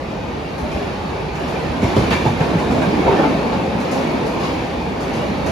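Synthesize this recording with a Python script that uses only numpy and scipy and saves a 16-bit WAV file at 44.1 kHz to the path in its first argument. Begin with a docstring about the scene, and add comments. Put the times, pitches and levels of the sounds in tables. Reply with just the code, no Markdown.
"""Passenger coaches rush along a roofed station platform, close to a small two-port microphone.
From 0 s layered noise rumbles, roars and hisses, rails ring faintly; axles knock over joints from 0.1 s.
From 0.6 s decaying low tones thump and throb, and rattling resonances ping; gritty cracks come from 1.96 s.
At 2.1 and 2.4 s blows ring whole wheels; from 2.55 to 4.35 s a passing bogie drones as sliding
resonant noise. The rolling goes on to the end at 5.5 s."""
import sys
import numpy as np
from scipy import signal
from scipy.io import wavfile
from scipy.ndimage import uniform_filter1d

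SR = 44100
rng = np.random.default_rng(int(sys.argv[2]) if len(sys.argv) > 2 else 0)


def put_to_file(sound):
    """Save the sound as 16-bit audio at rate SR, in the file named by the first command-line argument."""
    columns = np.atleast_2d(sound).T  # one column per channel
    safe = np.clip(columns, -1, 1)
    whole_steps = np.round(safe * 32767)
    wavfile.write(sys.argv[1], SR, whole_steps.astype(np.int16))


N = 242991


def gain_of(db):
    """Amplitude factor of a level in dB."""
    return 10 ** (np.asarray(db) / 20)


def evened(x):
    """Scales to rms 1."""
    return x / np.sqrt(np.mean(x ** 2) + 1e-20)


def smoothed_twice(x, size, second_size):
    """Two running means along the last axis."""
    return uniform_filter1d(uniform_filter1d(x, size=size), size=second_size)


def read_curve(points, hz):
    """Interpolates (Hz, value) points over log frequency."""
    point_hz, value = np.transpose(points)
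    return np.interp(np.log(hz + 1), np.log(point_hz + 1), value)


def add(mix, start_s, sound):
    """Adds a sound in place, cut off at the end of the mix."""
    part = mix[..., round(start_s * SR):][..., :sound.shape[-1]]
    part += sound[..., :part.shape[-1]]


def blow(rise_s, t60_s):
    """Half-second envelope of a knock: soft rise, exponential fall."""
    t = np.arange(SR // 2) / SR
    return (1 - np.exp(-(t / rise_s) ** 2)) * gain_of(-60 * t / t60_s)


def resonate(x, hz, width_hz):
    """Resonance of gain 1: shifts the pitch curve hz to zero, smooths, shifts back."""
    turn = np.exp(2j * np.pi * np.cumsum(hz * np.ones(x.shape[-1])) / SR)
    pole = np.exp(-np.pi * width_hz / SR)
    return 2 * (turn * signal.lfilter([1 - pole], [1, -pole], x / turn)).real


# Band edges of the seven noise layers, rumble to hiss, in Hz.
LAYER_EDGES_HZ = [0, 90, 230, 550, 1200, 3300, 5500, 22050]
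# Colour of the ports' sum below the hiss. Each row: Hz, relative dB per Hz (layers are levelled later).
SUM_COLOUR = [(20, -28), (38, -30), (55, 1.5), (75, 1.5), (100, -7), (150, 6), (250, 2), (380, -0.5),
              (600, -7.5), (900, -11), (1020, -15), (1180, -18), (1390, -21.5), (2040, -24.5), (2330, -23),
              (3130, -30.5), (4500, -33.5), (5500, -42.5), (7150, -64)]
# Colour of the sum in the hiss; the ports cancel near 8 kHz. Each row: Hz, relative dB per Hz.
SUM_HISS_COLOUR = [(2940, -13), (5000, 1.5), (6390, 2), (7350, -3.5), (7700, -10.5), (8250, -39),
                   (8750, -19.5), (9100, -9.5), (10000, -8), (11900, -10), (12800, -16), (13600, -18)]
# Ports' difference against their sum, below the hiss. Each row: Hz, dB.
DIFFERENCE_OVER_SUM = [(30, -23), (70, -23), (130, -15), (270, -10.5), (550, -4), (1000, -4.5), (2000, 0),
                       (4000, -5), (5400, -5.5)]
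# Colour of the difference in the hiss, before its lift; cancels near 11.5 kHz.
# Each row: Hz, relative dB per Hz.
DIFFERENCE_HISS_COLOUR = [(2940, -29), (5000, -6), (6260, -10.5), (7830, -6.5), (9760, -15.5), (10300, -21),
                          (10600, -40), (11500, -62), (12300, -45), (12800, -25), (13800, -26),
                          (15000, -22), (15700, -40)]
DIFFERENCE_HISS_LIFT_DB = 7.5
# Share of the difference that is the sum turned a quarter cycle, as one port hears the train first.
# Each row: Hz, share from -1 to 1.
QUARTER_TURN = [(600, -0.03), (800, .13), (1300, 0.1), (1800, -0.4), (2250, -.08), (2700, .32), (3200, .27),
                (3700, .03), (4300, .05), (5000, .27), (5700, -.18), (6400, -.5), (7100, -.62), (7600, -.5),
                (8100, 0), (8700, .38), (9200, .65), (9700, .7), (10400, .25), (11000, 0), (12300, 0),
                (13000, -.32)]


def steel_noise(patchy_db=1.9):
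    """Layers of patchy noise, each as (sum, difference) of the ports, the sum at rms 1."""
    hz, _, spectrum = signal.stft(rng.standard_normal((2, N)), SR, nperseg=2048, noverlap=1536)
    patches = uniform_filter1d(rng.standard_normal(spectrum.shape[1:]), size=6, axis=0)
    patches = evened(uniform_filter1d(patches, size=8, axis=1))
    turned = np.clip(read_curve(QUARTER_TURN, hz), -1, 1)[:, None]
    difference = 1j * turned * spectrum[0] + np.sqrt(1 - turned ** 2) * spectrum[1]
    spectrum = np.array([spectrum[0], difference]) * gain_of(patchy_db * patches)
    sum_db = read_curve(SUM_COLOUR, hz)
    body = gain_of([sum_db, sum_db + read_curve(DIFFERENCE_OVER_SUM, hz)])
    difference_hiss_db = read_curve(DIFFERENCE_HISS_COLOUR, hz) + DIFFERENCE_HISS_LIFT_DB
    hiss = gain_of([read_curve(SUM_HISS_COLOUR, hz), difference_hiss_db])
    layers = []
    for low_hz, high_hz in zip(LAYER_EDGES_HZ, LAYER_EDGES_HZ[1:]):
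        outside = (hz / high_hz) ** 8 + (low_hz / (hz + 1)) ** 8
        colour = (hiss if high_hz > SR / 4 else body) / np.sqrt(1 + outside)
        layer = signal.istft(spectrum * colour[..., None], SR, nperseg=2048, noverlap=1536)[1][:, :N]
        slow_power = smoothed_twice(layer[0] ** 2, 4000, 4000)
        layers.append(layer / np.sqrt(slow_power))  # many wheels at once keep the slow level steady
    return np.array(layers)


# Wavering rail resonances. Each row: pitch in Hz, width in Hz, level in dB.
RAIL = [(853, 170, -36.5), (1823, 46, -51), (2308, 190, -47.5), (2500, 150, -51.5), (2750, 830, -57),
        (4400, 150, -71)]


def rail(shaking, waver=0.0056, swell_db=1.2):
    """The rail sings faintly at a few pitches that drift and swell at random, louder when the wheels shake it."""
    out = np.zeros((2, N))
    for hz, width_hz, db in RAIL:
        drift, swell = (evened(smoothed_twice(v, 6000, 3000)) for v in rng.standard_normal((2, N)))
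        song = resonate(rng.standard_normal((2, N)), hz * (1 + waver * drift), width_hz)
        song = resonate(song, hz, 310)
        out += gain_of(db + swell_db * swell) * evened(song)
    return out * evened(shaking)


# Swings of the rolling noise that the layers follow.
# Each row: time in seconds, treble level in dB, low roar level in dB.
ROLLING = [(0, -41.5, -35), (.3, -40.5, -35), (.55, -40, -37), (.65, -40, -32.5), (.8, -37, -32),
           (1.0, -38.5, -35.5), (1.15, -38.5, -32.5), (1.33, -39.5, -35), (1.44, -37, -31),
           (1.55, -36.5, -30.5), (1.76, -37, -30), (1.8, -37, -30), (1.9, -33, -28.5), (1.95, -33.5, -28),
           (2.05, -32.5, -26), (2.18, -35.5, -28), (2.235, -33, -32), (2.28, -35, -29),
           (2.34, -36.5, -29.5), (2.44, -35, -28), (2.52, -35, -25), (2.6, -35.5, -27), (2.8, -35.5, -26),
           (2.95, -35, -26.5), (3.06, -34, -25), (3.13, -33.5, -24.5), (3.27, -34, -26), (3.4, -35.5, -25),
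           (3.75, -37.5, -28), (3.86, -36, -29), (4.0, -35, -28.5), (4.15, -35.5, -28.5), (4.3, -37, -28),
           (4.5, -35, -28.5), (4.7, -37, -32), (4.95, -39, -31), (5.07, -37, -31), (5.2, -36, -28),
           (5.4, -37, -31), (5.51, -35.5, -28.5)]
# Ground rumble, the lowest layer. Each row: time in seconds, level in dB.
RUMBLE = [(0, -35.5), (.35, -33), (.5, -37.5), (1.1, -32.5), (1.4, -33), (1.6, -36), (1.8, -31),
          (1.92, -32), (2.03, -25), (2.14, -29), (2.35, -29), (2.45, -33), (2.7, -29.5), (2.95, -32.5),
          (3.1, -33), (3.22, -33), (3.35, -32), (3.45, -34.5), (3.65, -32.5), (3.9, -42), (4.2, -37),
          (4.4, -36), (4.6, -34.5), (4.85, -33), (5.15, -35.5), (5.25, -34.5), (5.51, -27.5)]
# The other six layers, sleepers to hiss. Each row: dB over the level followed,
# share of treble against roar (0-1), how far the layer follows its swings (1 = fully).
FOLLOW = [(1, 0.47, 0.9), (2, 0.22, 0.85), (-0.5, 0, 0.87), (-0.5, 0.93, 0.99), (-7, 0.93, 1.1),
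          (-15, 0.92, 1.02)]
# Levels the swings are counted from: treble in dB, roar in dB.
MIDDLE_DB = [-36.5, -29.5]
# Axles over joints. Each row: start in seconds, hiss of the knock in dB, weight in the rail roar in dB,
# clatter of the wheels in dB, rush of air in dB.
JOINTS = [(0.0994, -57, -30, -54, -58), (0.5806, -49, -33, -53, -61), (0.7144, -49.5, -38, -45, -51),
          (1.3513, -49, -46, -38, -56), (1.4774, -49, -46, -48, -54), (1.82, -45, -26, -39, -47),
          (1.834, -46, -25, -35, -45), (1.9614, -41, -27, -38, -36), (2.104, -40, -28, -31, -31),
          (2.122, -44, -30, -33, -50), (2.253, -44, -15, -35, -43), (2.4014, -46, -24, -29, -57),
          (2.5844, -46.5, -29, -33, -49), (2.7, -56, -34, -42, -52), (2.7101, -45, -34, -47, -57),
          (2.76, -55, -23, -45, -55), (2.8144, -46.5, -20.5, -32, -47), (3.0594, -61, -13.5, -37, -55),
          (3.12, -58, -16.5, -32, -50), (3.185, -52, -15, -31, -51), (3.23, -58, -17, -31, -50),
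          (3.52, -60, -21, -40, -41), (3.8008, -47.5, -48, -48, -54), (3.913, -39, -24, -48, -50),
          (4.2622, -46.5, -43, -50, -55), (4.3994, -48, -30, -37, -43), (4.434, -47, -40, -40, -41),
          (4.452, -55, -45, -47, -45), (5.0054, -45, -40, -44, -54), (5.1347, -46, -39, -48, -43),
          (5.4615, -41.5, -20, -43, -50)]
# Rise of the four knock parts: hiss, roar, clatter, rush, in seconds.
JOINT_RISE_S = [0.00065, 0.0092, 0.0035, 0.0039]
# Fall of the same four parts by 60 dB, in seconds.
JOINT_T60_S = [0.59, 0.2, 0.38, 0.54]
# Left-right lean of each layer below the hiss, in dB, added to the lean over time.
LAYER_LEAN_DB = [1, -0.5, -0.5, 2.5, -1, 8]
# Lean over time, for the same layers. Each row: time in seconds, left-right in dB.
LEAN = [(0, -1.5), (.8, -1.5), (1.7, -2.5), (2.8, -2.5), (3.5, -0.5), (4.6, -1), (5.2, -1.5), (5.51, -4)]


def rolling():
    """Rolling noise; each joint shakes the same rail and wheels harder for a moment."""
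    t = np.arange(N) / SR
    s, *levels_db = np.transpose(ROLLING)
    treble_db, roar_db = (np.interp(t, s, column) for column in levels_db)
    layers_db = [np.interp(t, *np.transpose(RUMBLE))]
    for offset_db, share, reach in FOLLOW:
        share = np.clip(share, 0, 1)
        middle_db = share * MIDDLE_DB[0] + (1 - share) * MIDDLE_DB[1]
        swing_db = share * treble_db + (1 - share) * roar_db - middle_db
        layers_db.append(offset_db + middle_db + reach * swing_db)
    power = gain_of(layers_db) ** 2
    shaken = power[6], power[3], power[4], power[5]  # hiss, roar, clatter, rush
    for start_s, *knock_db in JOINTS:
        for layer_power, db, rise_s, t60_s in zip(shaken, knock_db, JOINT_RISE_S, JOINT_T60_S):
            add(layer_power, start_s, (gain_of(db) * blow(rise_s, t60_s)) ** 2)
    layers = np.sqrt(power)[:, None] * steel_noise()
    lean_db = np.interp(t, *np.transpose(LEAN))
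    for layer, db in zip(layers, LAYER_LEAN_DB):
        ratio = gain_of(db + lean_db)
        # a louder left port puts some of the sum into the difference
        layer[1] += layer[0] * (ratio - 1) / (ratio + 1)
    return layers.sum(0) + rail(np.sqrt(power[4]))


# Low thumps of near and distant axles, and throbs of the passing drone.
# Each row: start in seconds, main tone level in dB before its envelope,
# pitch settled on in Hz, overtones against the main tone in dB.
THUMPS = [(0.609, -13, 72.5, -9), (0.734, -14.5, 73.6, -22), (1.678, -10, 70, -34),
          (1.827, -5.5, 106.8, -3), (1.846, -15, 192, -8), (1.963, -3.5, 115.4, -5), (1.999, -9, 133, -9),
          (2.034, -13, 143, -11), (2.113, -7, 133.2, -6), (2.152, -14, 148.7, -4), (2.204, -13.5, 217, -24),
          (2.253, -4, 128.7, -8), (2.288, -9, 136, -24), (2.401, -3.5, 150, -12), (2.547, -3.5, 160.4, -12),
          (2.668, -17, 228, -23), (2.714, -10, 235, -27), (2.779, -7, 250, -17), (2.83, -13, 250, -11),
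          (2.865, -8, 185, -25), (2.925, -6.5, 226, -18), (2.99, -7, 280, -15), (3.036, -14.5, 68, -18),
          (3.11, -6.5, 385, -15), (3.191, -10, 312, -22), (3.236, -18, 70, -25), (3.745, -13, 192, -23),
          (4.772, -11, 220, -17), (4.836, -16, 180, -20), (5.06, -15, 382, -20), (5.092, -18, 224, -19),
          (5.168, -15, 221, -16), (5.291, -15, 200, -22), (5.325, -16, 251, -18)]
# Overtones. Each row: times the pitch, dB added to the thump's overtone level, t60 in seconds.
TRACK_BED = [(1.75, 6, 0.05), (2.5, -4.5, 0.16), (3.5, -4.5, 0.13), (4.9, -7.5, 0.052)]
# Deep push under each thump: times the pitch, dB against the main tone, t60 in seconds.
GROUND_PUSH = [0.618, -9, 0.092]
THUMP_CYCLES, THUMP_FLOOR_S = 4, 0.068  # main tone t60: floor plus so many cycles
THUMP_LAG_CYCLES = 0.76  # main tone and push follow the overtones


def thuds():
    """Low decaying tones, sagging in pitch: thumps under near and far axles, and throbs of the drone."""
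    out, t = np.zeros(N), np.arange(SR // 2) / SR
    push_times, push_db, push_t60_s = GROUND_PUSH
    phases = rng.random((len(THUMPS), 2 + len(TRACK_BED)))  # in cycles
    for (start_s, db, pitch_hz, over_db), starts in zip(THUMPS, phases):
        late_s = start_s + THUMP_LAG_CYCLES / pitch_hz
        tones = [(late_s, pitch_hz, db, THUMP_FLOOR_S + THUMP_CYCLES / pitch_hz),
                 (late_s, pitch_hz * push_times, db + push_db, push_t60_s)]
        tones += [(start_s, pitch_hz * times, db + over_db + mode_db, t60_s)
                  for times, mode_db, t60_s in TRACK_BED]
        for (at_s, hz, tone_db, t60_s), phase in zip(tones, starts):
            turns = hz * (t + 0.001 * (1 - np.exp(-t / 0.0087)))  # starts about 11 % sharp
            tone = np.sin(2 * np.pi * (turns + phase))
            add(out, at_s, gain_of(tone_db) * blow(0.6 / hz, t60_s) * tone)
    return out


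def ring(hz, width_hz, rattle):
    """One steel mode set going by a rattling burst, so that it wavers; peak 1 in the sum."""
    sound = resonate(resonate(rattle, hz, width_hz), hz, 220)
    return sound / abs(sound[0]).max()


# Blows that ring a whole wheel. Each row: start in seconds, level in dB.
CLANKS = [(2.108, -24.5), (2.122, -26.5), (2.40, -46)]
# Modes of the wheel. Each row: pitch in Hz, peak against the clank's level in dB,
# t60 of the rattle in seconds.
WHEEL = [(1440, -3, .2), (1574, 0, 0.38), (1785, 1.5, 0.44), (2300, -2, 0.35), (2690, -2, 0.55),
         (3270, -12, 0.17), (4040, -16, .2), (4650, -8, 0.25), (5200, -27, 0.18)]
# Short rings of one pitch. Each row: start in seconds, peak in dB, pitch in Hz,
# t60 of the burst in seconds.
PINGS = [(.625, -26.5, 341, 0.12), (.635, -22, 608, 0.083), (.735, -29, 790, .25), (.755, -25, 424, 0.13),
         (.8, -24, 409, 0.35), (1.28, -34, 2420, .2), (1.552, -29, 2390, 0.1), (1.962, -15.5, 530, 0.066),
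         (2.112, -28, 2760, 0.2), (2.145, -24, 2340, 0.37), (2.255, -18, 872, 0.13), (2.41, -21, 923, .15),
         (2.756, -20, 536, 0.26), (2.815, -24, 1585, 0.28), (3.065, -25, 565, .12), (3.072, -12, 905, 0.11),
         (3.16, -24, 1780, 0.21), (3.12, -20.5, 764, 0.29), (3.175, -16.5, 800, 0.24),
         (3.205, -21, 767, 0.18), (3.235, -17, 871, 0.12), (3.915, -22, 715, 0.18),
         (3.945, -21.5, 809, 0.16), (3.955, -21, 538, 0.54), (4.005, -30, 940, .15), (4.44, -36, 4000, .2),
         (4.662, -39, 1760, .34)]
# Gritty cracks of a wheel on a rail end. Each row: start in seconds, peak in dB, centre in Hz,
# t60 of the burst in seconds, width as a share of the centre.
CRACKS = [(1.9628, -18, 750, 0.044, 0.75), (2.121, -21, 2200, 0.19, 0.72), (2.7062, -20, 880, 0.074, 0.45),
          (2.72, -27, 990, .06, .6), (4.433, -29.5, 4000, 0.071, 0.22), (4.451, -28, 4100, 0.068, .2)]
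# The wheel rattles on, which widens its modes.
PING_WIDTH_SHARE, CLANK_WIDTH_HZ = 0.06, 180  # share of the pitch; Hz
PING_STEADY = 0.1  # clean tone against rattle


def clanks():
    """Full wheel clanks, single pings and gritty cracks: decaying noise bursts through steel modes or a band."""
    out, t = np.zeros((2, N)), np.arange(SR // 3) / SR

    def noise():
        return rng.standard_normal((2, len(t)))

    for start_s, db, hz, t60_s in PINGS:
        tone = PING_STEADY * np.sin(2 * np.pi * (hz * t + rng.random((2, 1))))
        rattle = blow(0.0031, t60_s)[:len(t)] * (tone + noise())
        add(out, start_s, gain_of(db) * ring(hz, PING_WIDTH_SHARE * hz, rattle))
    for start_s, db, hz, t60_s, width in CRACKS:
        band_hz = [hz / (1 + width), hz * (1 + width)]
        crack = blow(0.0017, t60_s)[:len(t)] * noise()
        crack = signal.sosfilt(signal.butter(3, band_hz, "bandpass", fs=SR, output="sos"), crack)
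        add(out, start_s, gain_of(db) * crack / abs(crack[0]).max())
    for start_s, db in CLANKS:
        for hz, mode_db, t60_s in WHEEL:
            rattle = blow(0.0017, t60_s)[:len(t)] * noise()
            add(out, start_s, gain_of(db + mode_db) * ring(hz, CLANK_WIDTH_HZ, rattle))
    return out * [[1], [0.7]]  # sum, difference


# Drone of a passing bogie. Each row: time in seconds, gain in dB, centre in Hz.
DRONE = [(2.55, -44, 230), (2.7, -21, 220), (2.9, -26, 253), (3.0, -17.5, 284), (3.04, -22.5, 370),
         (3.12, -19, 373), (3.16, -21, 366), (3.2, -22.5, 317), (3.27, -15.5, 272), (3.33, -20.5, 278.7),
         (3.45, -34, 250), (3.7, -28, 210), (3.78, -24, 200), (3.86, -34, 209), (3.98, -24, 234),
         (4.09, -23, 273), (4.2, -25, 213), (4.35, -38, 200)]


def drone():
    """Noise in a hollow resonance that slides as the bogie goes by."""
    s, *columns = np.transpose(DRONE)
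    t = np.arange(s[0], s[-1], 1 / SR)
    db, hz = (np.interp(t, s, column) for column in columns)
    hum = resonate(rng.standard_normal((2, len(t))), hz, 120)
    hum = evened(resonate(hum, hz, 144))
    # several wheels keep it from lumping
    hum = hum / np.sqrt(uniform_filter1d(hum[0] ** 2, size=1800) + 0.53)
    faded = gain_of(db) * hum * signal.windows.tukey(len(t), 0.08)
    out = np.zeros((2, N))
    add(out, s[0], faded * [[1], [0.35]])  # sum, difference
    return out


def scene():
    """Sum and difference of the two ports become left and right."""
    both, apart = rolling() + thuds() * [[1], [-0.08]] + clanks() + drone()
    return np.array([both + apart, both - apart])


LOW_CUT_HZ = 27
CEILING = 0.95  # full scale = 1
# Upper band limits: sum in Hz, difference in Hz.
BAND_LIMIT_HZ = [13650, 15700]


def record(dry):
    """Small-microphone bass roll-off, soft ceiling on the peaks, own band limits for sum and difference."""
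    dry = signal.sosfilt(signal.butter(4, LOW_CUT_HZ, "highpass", fs=SR, output="sos"), dry)
    dry = dry / (1 + (dry / CEILING) ** 6) ** (1 / 6)
    limits = np.array([signal.firwin(511, hz, window=("kaiser", 9), fs=SR) for hz in BAND_LIMIT_HZ])
    ports = np.array([dry[0] + dry[1], dry[0] - dry[1]]) / 2
    both, apart = signal.oaconvolve(ports, limits, "same", axes=1)
    return np.array([both + apart, both - apart])


dry = scene()
out = record(dry)
put_to_file(out)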